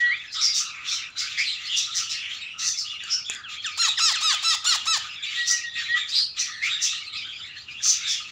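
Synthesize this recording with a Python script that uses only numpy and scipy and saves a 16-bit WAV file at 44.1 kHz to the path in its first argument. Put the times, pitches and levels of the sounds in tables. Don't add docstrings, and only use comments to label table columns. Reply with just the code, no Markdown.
import sys
import numpy as np
from scipy import signal
from scipy.fft import rfft, irfft, next_fast_len
from scipy.io import wavfile
from scipy.ndimage import uniform_filter1d

SR = 44100
rng = np.random.default_rng(int(sys.argv[2]) if len(sys.argv) > 2 else 0)


def invert_db(x):
    u = np.asarray(x, float) / 20
    return 10 ** u


def master_out(mix):
    frames = np.transpose(np.atleast_2d(mix))
    ceiling = np.clip(frames, -1, 1)
    pcm = np.round(ceiling * 32767).astype(np.int16)
    wavfile.write(sys.argv[1], SR, pcm)


N = 366471


def evened(x):
    return x / np.sqrt(np.mean(x ** 2) + 1e-20)


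def read(points, hz):
    f, value = np.transpose(points)
    return np.interp(np.log(hz + 1), np.log(f + 1), value)


def colour(x, points):
    size = next_fast_len(len(x))
    gain = invert_db(read(points, np.fft.rfftfreq(size, 1 / SR)))
    return irfft(rfft(x, size) * gain, size)[:len(x)]


def add(mix, start, sound):
    part = mix[start:][:len(sound)]
    soft = sound * signal.windows.tukey(len(sound), min(1, 500 / len(sound)))
    part += soft[:len(part)]


def wander(size, hz):
    r = np.exp(-np.pi * hz / SR)
    z = rng.standard_normal(size) + 1j * rng.standard_normal(size)
    z = signal.lfilter([1], [1, -2 * r, r * r], z)
    return z / np.sqrt(np.mean(abs(z) ** 2))


def flutter(size, per_s, depth):
    turns = np.cumsum(per_s * np.exp(0.392 * wander(size, 60.13).real)) / SR
    puffs = 2 * np.sin(np.pi * turns) ** 2
    return evened(1 - depth + depth * puffs)


def hoarse(hz, width_hz, upper_db):
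    turn = np.exp(2j * np.pi * np.cumsum(hz) / SR)
    z = wander(len(hz), width_hz)
    z = z / np.sqrt(abs(z))
    strength, smeared = abs(z), turn * z / abs(z)
    voice = sum(invert_db(db) * strength * smeared ** (k + 1) for k, db in enumerate(upper_db))
    beak_cut = signal.butter(5, [1170, 7900], "band", fs=SR, output="sos")
    return evened(signal.sosfilt(beak_cut, voice.real))


# (frequency [Hz], level [dB per Hz])
HUM_SPECTRUM = [(15, -32), (25, -13.5), (98, 5.5), (205, -4.5), (335, -7), (498, -14), (740, -11.5),
                (1100, -10.5), (1430, -45), (2420, -120)]


def air():
    swell = invert_db(1.5 * wander(N, 5).real)
    return invert_db(-63) * evened(colour(rng.standard_normal(N), HUM_SPECTRUM) * swell)


# (onset [s], length [s], first pitch [Hz], last pitch [Hz], level [dB])
WHISTLE_CALLS = [
    (-.03, 0.17, 1915, 1947, -22),
    (0.094, .068, 1820, 2590, -23),
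    (5.357, 0.12, 1937, 1905, -28.5),
    (5.492, .11, 1950, 1880, -29),
    (5.633, 0.064, 1927, 1850, -30),
    (5.743, 0.1, 1907, 1837, -32),
    (5.883, 0.12, 1857, 2000, -22.5),
]


def whistle(s, length, first_hz, last_hz, level_db):
    u = np.arange(max(-s, 0), length, 1 / SR) / length
    edge = (2 * u ** 0.8 - 1) ** 2
    hz = first_hz + (last_hz - first_hz) * u - 0.014 * first_hz * edge
    turn = np.exp(2j * np.pi * np.cumsum(hz) / SR)
    breathy = turn * (1 + .12 * wander(len(u), 90))
    return round(max(s, 0) * SR), np.sqrt(2) * invert_db(level_db - 15.5 * edge) * breathy.real


def croak(s, length, hz, level_db, glide, smear_hz):
    u = np.linspace(0, 1, round(length * SR))
    voice = hoarse(hz * (1 + glide * (u - .5)), 0.82 * smear_hz, [0., -17, -24])
    effort = np.sin(np.pi * u ** 0.64)
    return round(s * SR), invert_db(level_db) * effort * voice * flutter(len(u), 145.6, 0.2)


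# (frequency [Hz], level [dB])
MURMUR_SPECTRUM = [(900, -66.5), (1200, -9.5), (1550, -13.5), (2400, -3.5), (3700, 0), (4600, -11),
                   (6500, -12.5), (7200, -16), (9000, -38.5)]
# (onset [s], peak level [dB], time to die down [s])
MURMUR_SWELLS = [(0.0, -37, 0.49), (0.396, -36, 0.43), (.579, -38, 0.29), (0.867, -30.5, 0.2),
                 (1.172, -34, 0.91), (1.658, -35, 0.39), (1.984, -32.5, 0.091), (2.12, -37.5, .15),
                 (2.31, -32.5, 0.097), (2.599, -36, 0.26), (2.863, -35, 0.14), (3.006, -35, 0.23),
                 (3.303, -34, 0.095), (3.49, -37, 1), (3.886, -33, 0.073), (4.106, -32, 0.35),
                 (4.325, -31, 0.2), (4.535, -26, 0.042), (4.652, -30, 0.27), (4.969, -35.5, 0.38),
                 (5.246, -33, 0.62), (5.488, -40, 0.06), (5.761, -31.5, 0.44), (5.97, -28, 0.067),
                 (6.378, -34, 0.2), (6.64, -31.5, 0.53), (7.15, -35, 0.47), (7.565, -38.5, 0.081),
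                 (7.691, -38, 0.6), (7.861, -37.5, 1)]


def brood():
    crowd = np.zeros(N)
    for when, pitch, glide, size in rng.random((420, 4)):
        start, length = when * (N / SR - .05), .025 + .05 * size
        add(crowd, *croak(start, length, 1200 + 4000 * pitch, 0., 0.155 * (glide - .5), 272))
    crowd = colour(evened(crowd) + invert_db(3) * rng.standard_normal(N), MURMUR_SPECTRUM)
    crowd /= np.sqrt(uniform_filter1d(crowd ** 2, 1500) + 1e-12)

    t, rise_db_per_s, die_db = np.arange(0, N, 64) / SR, 599.5, 13
    power = invert_db(2 * -51)
    for s, peak_db, die_s in MURMUR_SWELLS:
        rise_db = rise_db_per_s * np.maximum(s - t, 0)
        fall_db = die_db * (np.maximum(t - s, 0) / die_s) ** 1.7
        power = power + invert_db(2 * (peak_db - rise_db - fall_db))
    return 0, np.interp(np.arange(N) / SR, t, np.sqrt(power)) * crowd


# (onset [s], length [s], middle pitch [Hz], level [dB])
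STEADY_NOTES = [(0.0, 0.19, 2950, -44.5), (.34, 0.13, 1303, -40), (.41, 0.15, 4850, -26),
                (.522, 0.091, 3720, -33.5), (.638, 0.13, 1283, -46), (1.561, 0.22, 2020, -44.5),
                (1.654, 0.045, 4210, -36), (1.721, 0.07, 2867, -30), (2.409, 0.059, 3800, -37.5),
                (2.531, 0.2, 1302, -47.5), (2.896, 0.11, 2860, -36), (3.124, .11, 1472, -46),
                (3.244, 0.094, 3430, -34), (3.874, 0.068, 3770, -23.5), (5.221, 0.043, 3570, -30),
                (5.487, 0.081, 1315, -44.5), (5.758, 0.086, 2810, -40), (5.958, 0.1, 3685, -30),
                (6.444, 0.36, 1870, -40.5), (6.697, 0.088, 3734, -26.5), (6.843, .11, 2660, -37.5),
                (6.912, 0.096, 2710, -41), (7.061, .05, 4130, -38), (7.147, 0.066, 2565, -39)]
RISING_NOTES = [(.341, 0.14, 3894, -29.5), (.683, 0.52, 1350, -48.5), (.736, .17, 2505, -41),
                (1.011, 0.09, 2480, -37.5), (1.434, 0.12, 2897, -37.5), (1.684, 0.21, 3636, -28),
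                (1.896, 0.15, 3990, -35), (2.089, .11, 4140, -33), (2.161, 0.2, 2950, -35),
                (2.38, 0.23, 2690, -37), (2.58, .17, 4280, -34), (5.232, 0.15, 2860, -38.5),
                (5.331, 0.15, 3880, -32), (5.394, .18, 4260, -42), (6.114, 0.17, 4213, -23),
                (6.362, .11, 4170, -32), (6.665, .06, 2960, -35.5), (6.836, 0.2, 3800, -32),
                (7.122, 0.065, 4020, -36), (7.386, 0.16, 3710, -42.5)]
FALLING_NOTES = [(.007, 0.17, 1504, -43), (.878, 0.14, 3980, -33), (1.161, 0.091, 3830, -36),
                 (1.173, 0.092, 4480, -33.5), (1.448, 0.13, 3926, -28), (1.995, 0.34, 2765, -38.5),
                 (2.214, 0.13, 2167, -38.5), (2.779, 0.087, 4470, -34.5), (3.077, 0.18, 2850, -42.5),
                 (3.287, .24, 1560, -45.5), (3.513, 0.078, 3410, -42), (5.111, 0.16, 2376, -43.5),
                 (5.734, 0.13, 3606, -36.5), (6.488, 0.22, 4080, -43), (7.396, 0.21, 1960, -48),
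                 (7.829, 0.2, 4060, -38), (7.999, 0.23, 2375, -39), (8.026, 0.2, 3480, -29)]
SQUEAK_NOTES = [
    (1.372, 0.084, 2304, -22.5),
    (6.615, .1, 2290, -24),
]


def grumbles(mix):
    kinds = [(STEADY_NOTES, -0.026, 270), (RISING_NOTES, 0.22, 725),
             (FALLING_NOTES, -.2, 560), (SQUEAK_NOTES, .28, 276)]
    for notes, glide, smear_hz in kinds:
        for note in notes:
            add(mix, *croak(*note, glide, smear_hz))


# (frequency [Hz], level [dB per Hz])
HISS_SPECTRUM = [(2240, -40.5), (3800, -13), (4680, -1), (6150, 3), (7210, -7.5), (8270, -14.5),
                 (10200, -24.5), (12800, -50), (14800, -20), (15700, -28)]
# (onset [s], swell up to the peak [s], peak effort [dB], beak resonance [Hz],
# wide hiss against effort [dB])
NEAR_RASPS = [(.329, 0.0199, -32, 4980, -28), (.417, 0.038, -18.5, 5580, -31.5),
              (0.549, 0.0373, -21, 5820, -21.5), (.88, .062, -26.5, 5570, -25.5),
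              (1.187, 0.023, -27, 5080, -24), (1.384, 0.0245, -28, 4970, -26.5),
              (1.772, 0.016, -21.5, 5750, -23.5), (1.956, 0.029, -23.5, 5980, -21),
              (2.1, 0.0206, -29, 5420, -25), (2.595, 0.093, -22, 6070, -24),
              (2.781, 0.0162, -26, 5255, -27), (3.111, 0.028, -21, 5460, -36),
              (3.98, 0.084, -19.5, 5300, -34), (4.48, 0.0248, -25.5, 5220, -43),
              (5.475, 0.0404, -18.5, 5850, -23), (5.785, 0.0064, -41.5, 5300, -43),
              (6.094, 0.0068, -32.5, 4790, -26), (6.156, 0.0314, -20, 4890, -44),
              (6.396, 0.017, -23, 5920, -25), (6.632, 0.032, -34.5, 4990, -22.5),
              (6.824, 0.0265, -20.5, 5920, -21), (7.175, 0.0047, -35, 4980, -52),
              (7.838, 0.063, -16, 6200, -24), (8.08, 0.0438, -25, 5410, -23)]


def rasp(onset, swell, peak_db, beak_hz, hiss_db):
    lead_s, tail_s = .04, .2
    leap_db_per_s, swell_db_per_s, fade_db_per_s = 1092.5, 129, 269.5
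    t = np.arange(-lead_s, swell + tail_s, 1 / SR)
    drop_db = leap_db_per_s * np.maximum(-t, 0)
    drop_db = drop_db + swell_db_per_s * np.clip(swell - t, 0, swell)
    drop_db = drop_db + fade_db_per_s * np.maximum(t - swell, 0)

    hz = beak_hz - 12 * drop_db
    ring = hoarse(hz, 570, [0.])
    hiss = evened(colour(rng.standard_normal(len(t)), HISS_SPECTRUM))
    wide_db = np.minimum(hiss_db + 21.0, -1.5)
    breath = invert_db(wide_db) * hiss + np.sqrt(1 - invert_db(2 * wide_db)) * ring
    return round((onset - lead_s) * SR), invert_db(peak_db - drop_db) * flutter(len(t), 130, .3) * breath


# (frequency [Hz], width [Hz], level [dB])
FLOOR_RINGS = [
    (452, 41, -39.5),
    (2600, 1260, -2.5),
    (6840, 740, 1),
    (9700, 9000, -30),
]
# (onset [s], peak level [dB])
CLAW_TAPS = [
    (1.1034, -41),
    (3.038, -27),
    (3.2989, -12.5),
    (3.338, -28),
    (3.3491, -25.5),
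]


def taps():
    out, t = np.zeros(N), np.arange(2000) / SR
    ring = sum(invert_db(db) * np.exp(-np.pi * width * t) * np.sin(2 * np.pi * hz * t)
               for hz, width, db in FLOOR_RINGS)
    contact = 1 - np.exp(-t / 0.000074)
    for s, peak_db in CLAW_TAPS:
        out[round(s * SR):][:len(t)] += invert_db(peak_db + 4.5) * ring * contact
    return out


# (onset [s], length [s], first pitch [Hz], level [dB], overtones [dB])
ANSWERING_CHIRPS = [
    (3.436, .1, 1700, -35, -40),
    (3.642, .065, 1880, -25, -9),
    (3.815, .045, 2000, -24, -10),
    (3.972, .055, 2050, -21, -12),
    (4.135, .065, 2050, -23, -9),
    (4.303, .07, 2100, -23, -7),
]


def chirp(s, length, first_hz, level_db, overtone_db):
    u, end_hz = np.linspace(0, 1, round(length * SR)), 1221
    hz = end_hz + (first_hz - end_hz) * np.exp(-(2.7 * u) ** 1.8)
    phase = 2 * np.pi * np.cumsum(hz) / SR
    low = invert_db(-5.0) * np.cos(phase) + np.cos(2 * phase)
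    high = sum(invert_db(db - 110 * abs(u - .38)) * np.cos((k + 3) * phase) for k, db in enumerate([-6., 6., 3]))
    return round(s * SR), invert_db(level_db - 11 * u) * (low + invert_db(overtone_db + 4) * high)


# (frequency [Hz], level [dB])
THROAT_SPECTRUM = [(450, -48), (650, -29), (1280, -15), (1750, -18.5), (2650, -17.5), (3820, -6),
                   (5300, -8.5), (6900, -9.5), (11000, -29.5), (13000, -45), (15200, -25)]
# (onset [s], length [s], top pitch [Hz], bend [share of pitch], roughness [0-1])
ARCHED_SQUAWKS = [
    (3.771, 0.124, 1403, 0.34, 0.42),
    (3.982, 0.15, 1348, 0.55, 0.36),
    (4.204, 0.15, 1284, 0.61, 0.25),
    (4.423, .135, 1345, 0.11, 0.44),
    (4.64, .127, 1433, 0.45, 0.7),
    (4.852, .13, 1331, 0.39, 0.27),
]


def arch(s, length, top_hz, bend, rough):
    t = np.arange(0, length, 1 / SR)
    u = t / length
    ends = 0.49 * np.exp(-(t / 0.014) ** 2) + .42 * np.exp((t - length) / 0.015)
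    jitter = 1 + (.006 + .012 * rough) * wander(len(t), 60).real
    hz = top_hz * (1 - bend * (u - .3) ** 2 - ends) * jitter
    phase = 2 * np.pi * np.cumsum(hz) / SR

    whole = np.zeros(len(t))
    for k in range(1, 12):
        shimmer_db = (.8 + .8 * k) * wander(len(t), 60).real
        loss_db = 26 * (k - 1) * ends + .16 * k * k
        level_db = read(THROAT_SPECTRUM, k * hz) + shimmer_db - loss_db
        whole += invert_db(level_db) * np.cos(k * phase + .5 * k * k)

    half = sum(invert_db(read(THROAT_SPECTRUM, (k + .5) * hz) - 4.5 * k) * np.cos((k + .5) * phase)
               for k in range(1, 8))
    alternation = .25 + 2.2 * np.exp(-((u - .7) / .1) ** 2)
    breath = evened(colour(rng.standard_normal(len(t)), THROAT_SPECTRUM)) * (.04 + .55 * rough + 2.3 * ends)
    effort = np.sin(np.pi * u ** 0.99) ** 0.088 * np.minimum(0.22 + t / 0.034, 1)
    voice = (whole + alternation * half) / np.std(whole)
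    return round(s * SR), invert_db(-23.5) * effort * (voice + breath)


def bounces(direct):
    paths = [(.0011, -29.5), (.0027, -31.5), (.0046, -10.5)]  # (delay [s], level [dB])
    return sum(invert_db(db) * np.roll(direct, round(s * SR)) for s, db in paths)


# (frequency [Hz], time to fall 60 dB [s])
ROOM_DECAY = [(500, 0.46), (1300, 0.42), (4000, 0.42), (15000, 0.22)]


def room(x):
    echoes = np.zeros(SR // 2)
    at = np.arange(120, len(echoes) - 20, 20)
    echoes[at + rng.integers(0, 20, len(at))] = rng.choice([-1., 1.], len(at))
    hz, t, z = signal.stft(echoes, SR, nperseg=256)
    decay = invert_db(-60 * t / read(ROOM_DECAY, hz)[:, None])
    tail = signal.istft(z * decay, SR, nperseg=256)[1]
    r, w = np.exp(-np.pi * 10 / SR), 2 * np.pi * 1240 / SR
    ring = signal.lfilter([2 * (1 - r) * np.sin(w)], [1, -2 * r * np.cos(w), r * r], x)
    return signal.fftconvolve(x, tail / np.linalg.norm(tail))[:N] + invert_db(12) * ring


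def noise_gate(x):
    hz, t, z = signal.stft(x, SR, nperseg=512)
    power = uniform_filter1d(abs(z) ** 2, size=5, axis=0)
    power = uniform_filter1d(power, size=3, axis=1)
    level_db = 10 * np.log10(power + 1e-16)
    over_db = level_db - np.percentile(level_db[:, ::2], 12, axis=1, keepdims=True)
    closed = np.clip(1 - over_db / 5, 0, 1) * (hz[:, None] > 1500)
    return signal.istft(z * invert_db(-5 * closed), SR, nperseg=512)[1][:N]


# (frequency [Hz], level [dB])
PORT_RESPONSE = [
    (5900, 2),
    (6550, 0),
    (7150, 6.5),
    (7900, -0.5),
]


def microphone(x):
    return colour(x, PORT_RESPONSE)


def scene():
    rough, clear = np.zeros(N), taps()
    add(rough, *brood())
    grumbles(rough)
    for row in NEAR_RASPS:
        add(rough, *rasp(*row))
    for voice, rows in [(whistle, WHISTLE_CALLS), (chirp, ANSWERING_CHIRPS), (arch, ARCHED_SQUAWKS)]:
        for row in rows:
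            add(clear, *voice(*row))
    wet = room(invert_db(-10) * rough + invert_db(-12) * clear)
    direct = rough + clear
    return (invert_db(-2.0) * (direct + bounces(direct)) + wet + air())[None]


def low_pass(x):
    return signal.sosfilt(signal.butter(12, 16640, fs=SR, output="sos"), x)


def record(dry):
    heard = microphone(noise_gate(dry[0]))[None]
    limited = .6 * np.tanh(heard / .6)
    edge = signal.firwin(511, 15750, window=("kaiser", 9), fs=SR)
    mix = signal.oaconvolve(limited, edge[None], "same")
    return low_pass(mix)


dry = scene()
out = record(dry)
master_out(out)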